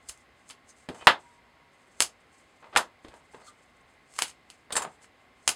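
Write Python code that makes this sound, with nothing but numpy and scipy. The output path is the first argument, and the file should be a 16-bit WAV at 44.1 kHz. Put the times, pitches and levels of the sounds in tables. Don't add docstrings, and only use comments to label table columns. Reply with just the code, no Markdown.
import sys
import numpy as np
from scipy import signal
from scipy.fft import rfft, irfft, next_fast_len
from scipy.io import wavfile
from scipy.ndimage import uniform_filter1d

SR = 44100
rng = np.random.default_rng(int(sys.argv[2]) if len(sys.argv) > 2 else 0)


def convert_level_to_amplitude(level_db):
    exponent = np.asarray(level_db, float) / 20
    return 10 ** exponent


def dump(signal):
    limited = np.clip(np.atleast_2d(signal).T, -1, 1)
    pcm = np.round(limited * 32767).astype(np.int16)
    wavfile.write(sys.argv[1], SR, pcm)


N = 244755
T = np.arange(N) / SR
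CENTRES = 100 * 2 ** np.arange(0, 7.5, .5)


def shape(x, gain_at):
    size = next_fast_len(len(x) + 4096)
    hz = np.arange(size // 2 + 1) * SR / size + 1e-3
    return irfft(rfft(x, size) * gain_at(hz), size)[:len(x)]


def colour(points):
    hz, db = np.transpose(points)
    return lambda f: convert_level_to_amplitude(np.interp(np.log(f), np.log(hz), db))


def bumps(peaks):
    return lambda f: convert_level_to_amplitude(sum(db / (1 + (2 * (f - hz) / width) ** 2) for hz, width, db in peaks))


def resonate(x, peaks):
    for hz, width, db in peaks:
        x = x + (convert_level_to_amplitude(db) - 1) * signal.lfilter(*signal.iirpeak(hz, hz / width, SR), x)
    return x


def band(x, lo_hz, hi_hz):
    return signal.sosfilt(signal.butter(2, [lo_hz, hi_hz], "band", fs=SR, output="sos"), x)


def unit(x):
    return x / np.sqrt(np.mean(x ** 2))


def energy(x, db):
    return x * convert_level_to_amplitude(db) / np.sqrt(np.sum(x ** 2))


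def peak(x, db):
    return x * convert_level_to_amplitude(db) / np.abs(x).max()


def add(out, s, x):
    i = int(s * SR)
    out[i:i + len(x)] += x[:N - i]


# frequency in Hz, relative level in dB.
AIR_COLOUR = [(15, -33), (25, -18), (59, 1), (92, -0.5), (236, -5), (263, -3.5), (818, -2.5), (887, -6.5),
              (962, -7.5), (1610, -5.5), (2050, -9), (2410, -8.5), (5570, -20), (8140, -25), (16000, -40)]
# frequency in Hz, width in Hz, boost in dB.
AIR_RESONANCES = [(60, 9.6, 1), (244, 33, 7.5), (775, 50, 2), (1079, 81, 9), (2065, 190, 9.5)]


def air():
    hiss = shape(rng.standard_normal(N), colour(AIR_COLOUR))
    return convert_level_to_amplitude(-61) * unit(shape(hiss, bumps(AIR_RESONANCES)))


def grains(per_s, spread_db):
    happens = rng.random(N) < per_s / SR
    size = rng.standard_normal(N) * convert_level_to_amplitude(spread_db * rng.exponential(size=N))
    return unit(happens * size)


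def stroke(start, length, db, rise, fall):
    slowing_db_per_s = 36.5
    t = T - start
    slope = 30 * (np.minimum(t, 0) / rise - np.maximum(t - length, 0) / fall)
    return convert_level_to_amplitude(db + slope - slowing_db_per_s * np.clip(t, 0, length))


def judder():
    spread_db, steps_per_s = 3.5, 45
    k = int(SR / steps_per_s)
    steps = np.repeat(rng.standard_normal(N // k + 1), k)
    return convert_level_to_amplitude(spread_db * uniform_filter1d(steps, k // 2)[:N])


LIFT_S = .05

# start in seconds, length in seconds, level at the start in dB.
SLIDES = [(.01, 0.044, -74), (.14, 0.088, -71), (.37, 0.074, -75), (.69, 0.033, -62.5), (.78, 0.089, -66.5),
          (.95, .11, -58), (1.2, 0.18, -68), (1.735, 0.013, -70), (1.79, 0.16, -73), (2.18, .12, -80),
          (2.33, .28, -68.5), (2.62, 0.096, -78.5), (2.725, .03, -69.5), (3.043, .015, -74),
          (3.082, 0.018, -73), (3.138, 0.061, -68), (3.25, 0.088, -74), (3.345, 0.096, -67.5),
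          (3.47, 0.018, -55.5), (3.53, 0.18, -72), (3.77, 0.046, -75), (3.9, .04, -71),
          (4.25, 0.051, -52.5), (4.45, 0.046, -82), (4.505, 0.029, -69.5), (4.55, 0.093, -77),
          (4.88, 0.074, -66), (5.03, 0.018, -58), (5.205, 0.013, -72), (5.37, 0.068, -77.5)]
# time of the break in seconds, level there in dB, build-up (the last 30 dB) in seconds.
BENDS = [(0.083, -56, 0.044), (0.491, -55.5, 0.05), (1.995, -60, 0.1), (4.182, -49, 0.13),
         (5.471, -57, 0.055)]
# frequency in Hz, relative level in dB.
RUB_COLOUR = [(300, -41.5), (1500, -9.5), (3000, -14.5), (6000, 1.5), (8500, 3), (12000, -20.5),
              (16000, -28.5)]


def rubbing():
    crackle = unit(shape(grains(per_s=9000., spread_db=1.5), colour(RUB_COLOUR)))
    tearing = sum(stroke(s, 0, db, rise=build, fall=.037) for s, db, build in BENDS)
    skin = judder() * sum(stroke(*row, rise=.05, fall=LIFT_S) for row in SLIDES)
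    return crackle * (tearing + skin)


# frequency in Hz, time to fall 60 dB in seconds.
ROOM_T60 = [(150, .22), (500, 0.22), (1400, 0.15), (3700, .14), (8000, 0.14), (13000, 0.042)]


def diffuse(t):
    onset_ms = 0.28
    hz, t60 = np.transpose(ROOM_T60)
    decay = convert_level_to_amplitude(-60 * t / np.interp(np.log(CENTRES), np.log(hz), t60)[:, None])
    noise = rng.standard_normal((len(CENTRES), len(t)))
    bands = np.array([band(v, f / 1.2, f * 1.2) for v, f in zip(noise, CENTRES)])
    tail = bands * decay * (1 - np.exp(-t / (onset_ms / 1000)))
    return tail / np.sqrt(np.sum(tail ** 2, axis=1, keepdims=True))


def room(x):
    return signal.fftconvolve(x, energy(diffuse(T[:SR // 4]).sum(0), -8.5))[:N]


def tint(push, gain_at, size=4096):
    spectrum = rfft(push[:size], size)
    hz = np.arange(1, len(spectrum) + 1) * SR / size
    own = np.sqrt(uniform_filter1d(np.abs(spectrum) ** 2, size=60))
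    wanted = gain_at(hz) * np.minimum(hz / CENTRES[0], 1) / np.sqrt(hz)
    cepstrum = irfft(np.log(wanted / own), size)
    fold = np.r_[1, 2 * np.ones(size // 2 - 1), 1, np.zeros(size // 2 - 1)]
    tinted = irfft(spectrum * np.exp(rfft(cepstrum * fold)), size)
    return np.pad(tinted, (0, len(push) - size))


def ring(modes, push):
    hz, db, t60 = np.transpose(modes)[:, :, None]
    strength, detune, sign = rng.standard_normal((3, len(modes), 1))
    t = T[:SR // 16]
    tone = np.sin(2 * np.pi * hz * (1 + 0.012 * detune) * t)
    response = convert_level_to_amplitude(db + 0.62 * strength) * tone * convert_level_to_amplitude(-60 * t / t60)
    return signal.fftconvolve(push, (np.sign(sign) * response).sum(0))[:len(push)]


# frequency in Hz, level in dB, time to fall 60 dB in seconds.
BOARD = [(430, -8, .03), (610, -5, .03), (720, -2, .03), (790, -1, .035), (965, -1, .04), (1075, -1, .035),
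         (1200, -2, .03), (1320, -2, .03), (1450, -2, .03), (1620, -1, .035), (1700, -3, .03),
         (1840, -3, .03), (2080, -5, .03), (2250, -7, .025), (2490, -6, .025), (2880, -7, .025),
         (3200, -9, .02), (3650, -8, .02), (4000, -10, .02), (4300, -11, .02), (4900, -14, .02)]


def blows(events, ring_db):
    echo_db = -2.5
    out, t = np.zeros(N), T[:SR // 4]
    for s, db, thump_db, body_db, treble_db, ms in events:
        tau = np.clip(ms, .2, 3.5) / 1000
        push = rng.standard_normal(len(t)) * np.exp(-t / tau) * np.minimum(t / 0.00078, 1)
        gain_at = colour([
            (100, thump_db + 2.5), (350, thump_db + 15),
            (900, body_db + 11), (1800, body_db + 14.5), (3500, 1.6),
            (6400, treble_db + 14.5), (9000, treble_db + 14),
            (12800, treble_db - 10.0), (16000, treble_db - 12.5)])
        direct = energy(tint(push, gain_at), 0) * np.linalg.norm(gain_at(CENTRES))
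        board = energy(band(ring(BOARD, push), 270.0, 12000.0), body_db + ring_db)
        echo = convert_level_to_amplitude(echo_db) * gain_at(CENTRES) @ diffuse(t)
        add(out, s, convert_level_to_amplitude(db) * (direct + board + echo))
    return out


# start in seconds, level in dB, board ring in dB, treble in dB,
# decay time of the burst in ms (held within 0.2 to 3.5 when played).
CRACKS = [(.087, -32.5, -40.5, -0.5, 4.2), (0.0906, -36, -22, 7.5, 3.2), (.0952, -26.5, -18, -11, .56),
          (.175, -64.5, -16, 10, .6), (0.491, -51, -15, 8, 4.8), (.499, -30, -17, -13.5, 6.3),
          (.506, -29, -20, -10.5, 4.1), (.512, -34, -18, -23, 1.5), (1.999, -41, -15, -4.5, .9),
          (2.0043, -4.5, -16.5, -7, .56), (2.021, -11, -20.5, -2.5, 1.6), (4.138, -44.5, -15.5, -6, .63),
          (4.154, -43.5, -17.5, -11.5, 0.56), (4.163, -38, -12.5, -6.5, 2.4), (4.178, -42, -15.5, -16, 3.),
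          (4.184, -32.5, -15, -4, 2.1), (4.1887, -17.5, -5, -4, 0.64), (4.217, -26, -15.5, -6.5, 2.7),
          (4.221, -7.5, -17, -9.5, 0.81), (4.280, -34, -18.5, -5, 3), (4.295, -35.5, -15.5, -16, 0.71),
          (4.312, -37, -18, -17, 0.76), (4.501, -29, -21.5, -13.5, 1.1), (5.019, -53, -7, -7, 0.75),
          (5.0435, -43.5, -8.5, -12.5, 2), (5.4772, -6, -15.5, -5.5, .84), (5.4908, -11, -13, -5.5, 1.1)]
# frequency in Hz, width in Hz, boost in dB.
CRACK_TONE = [(1080, 440, 1), (1730, 320, -1.5), (2810, 590, 4), (3740, 660, -4), (10000, 1200, 1.5),
              (11310, 1200, -4.5)]


def cracks():
    thump_db = -31.5
    events = [(s, db, thump_db, *rest) for s, db, *rest in CRACKS]
    return resonate(blows(events, ring_db=10), CRACK_TONE)


# start in seconds, level in dB.
THUDS = [(0.092, -48), (0.892, -53), (1.07, -39), (2.003, -43.5), (3.051, -56), (3.087, -49.5),
         (4.185, -66), (5.475, -44)]


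def thuds():
    bounce_hz, t60_s = 60., 0.091
    out, t = np.zeros(N), T[:SR // 4]
    for s, db in THUDS:
        add(out, s, convert_level_to_amplitude(db) * np.sin(2 * np.pi * bounce_hz * t) * convert_level_to_amplitude(-60 * t / t60_s))
    return out


# (frequency in Hz, rms in dB before the swell).
TONES = [(0.678, 50.2, [(6300, -55.5)]), (0.975, 85., [(2600, -60), (3050, -58)]),
         (3.409, 55.8, [(4400, -66)]), (3.462, 40., [(1250, -52.5), (3400, -60), (4300, -59), (7000, -74)])]


def tones():
    out = np.zeros(N)
    for s, ms, pitches in TONES:
        n = int(ms * SR / 1000)
        for hz, db in pitches:
            settled = band(rng.standard_normal(2 * n), hz * .94, hz * 1.06)[n:]
            add(out, s, convert_level_to_amplitude(db) * np.hanning(n) * unit(settled))
    return out


# start in seconds, level in dB, low thump in dB,
# board ring in dB, treble in dB.
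TAPS = [(.8878, -25, -3.5, -9.5, -18.5), (.896, -34, 7.5, -22, -26), (.945, -45.5, -9.5, -2, -8),
        (1.0105, -36.5, -19, -5.5, -23.5), (1.022, -37.5, -8, -7, -26), (1.0708, 9, -29.5, -9.5, -28.5),
        (1.0742, -2.5, -26.5, -4.5, -30), (2.629, -48.5, -12, -2.5, -30), (2.728, -44.5, -17.5, -0.5, -29),
        (2.752, -29, -9, -5, -18.5), (2.761, -4, -22.5, -6, -20), (2.7712, -8, -24, -5, -6.5),
        (3.047, -35, -3.5, -13, -26.5), (3.083, -35, -12.5, -21.5, -20.5), (3.140, -50.5, -4.5, -10.5, -7),
        (3.3445, -41, -1.5, -6, -27), (4.705, -33.5, -11.5, 0, -21), (4.722, -24, -19, -18, -10),
        (4.7245, -16.5, -22.5, -22, -14.5), (4.754, -24.5, -13, -3, -8.5), (4.7655, -13, -21, -8.5, -5),
        (4.774, -22.5, -27, -1, -7), (4.82, -29.5, -22, 1.5, -3.5)]
# frequency in Hz, width in Hz, boost in dB.
SLAP_TONE = [(150, 120, -3.5), (545, 250, 2.5), (1000, 400, 3), (2300, 500, -4.5), (3400, 800, 2)]


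def landings():
    contact_ms, contact_ms_per_db = 1.3, 0.74
    events = [(*row, contact_ms - contact_ms_per_db * row[1]) for row in TAPS]
    return resonate(blows(events, ring_db=13), SLAP_TONE)


def table_ring():
    ring_hz, width_hz, t60_s = 955., 18, 2.4
    ring_db = -69
    level, t = np.zeros(N), T[:SR]
    for s, db, *_ in TAPS:
        add(level, s, convert_level_to_amplitude(db + ring_db - 60 * t / t60_s))
    return level * unit(band(rng.standard_normal(N), ring_hz - width_hz / 2, ring_hz + width_hz / 2))


# start in seconds, length in seconds, level at the start in dB.
SCRAPES = [(0.897, 0.0076, -45), (0.948, .04, -55.5), (1.012, .045, -52.5), (2.627, 0.06, -56.5),
           (2.73, 0.01, -47.5), (3.046, 0.17, -59.5), (3.338, 0.082, -58), (3.5, 0.12, -79),
           (4.709, 0.026, -43.5), (4.79, 0.043, -42.5), (4.838, 0.035, -53.5)]
# frequency in Hz, relative level in dB.
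SCRAPE_COLOUR = [(100, -10), (300, -3), (900, 8.5), (1800, -2), (2900, -7), (5000, -17), (16000, -51.5)]


def scraping():
    scrape = unit(shape(grains(per_s=1500., spread_db=2.5), colour(SCRAPE_COLOUR)))
    return scrape * judder() * sum(stroke(*row, rise=.012, fall=LIFT_S) for row in SCRAPES)


# start in seconds, peak level in dB.
CLINKS = [(4.7238, -26.5), (4.7541, -21), (4.7681, -15.5), (4.8209, -29.5)]
# frequency in Hz, level in dB, time to fall 60 dB in seconds.
EDGE = [(7150, -2, .02), (7400, 0, .025), (7700, -2, .02), (8500, -2, .02), (8750, -1, .025),
        (9050, -4, .02)]


def clinks():
    out, t = np.zeros(N), T[:SR // 6]
    for s, db in CLINKS:
        chatter = rng.standard_normal(len(t)) ** 3 * np.exp(-t / .012)
        add(out, s, peak(ring(EDGE, chatter), db))
    return out


def scene():
    hits = cracks() + landings()
    near = rubbing() + tones() + scraping() + clinks()
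    return (hits + near + room(near) + thuds() + table_ring() + air())[None]


def band_limit(x):
    return signal.sosfilt(signal.butter(12, 16370, fs=SR, output="sos"), x)


# frequency in Hz, width in Hz, share removed from 0 to 1.
MIC_DIPS = [(5764, 520, 1), (6790, 300, .5)]


def record(dry):
    x = dry
    for hz, width, share in MIC_DIPS:
        x = x - share * signal.lfilter(*signal.iirpeak(hz, hz / width, SR), x)
    return band_limit(np.clip(x, -1, 1))


dry = scene()
out = record(dry)
dump(out)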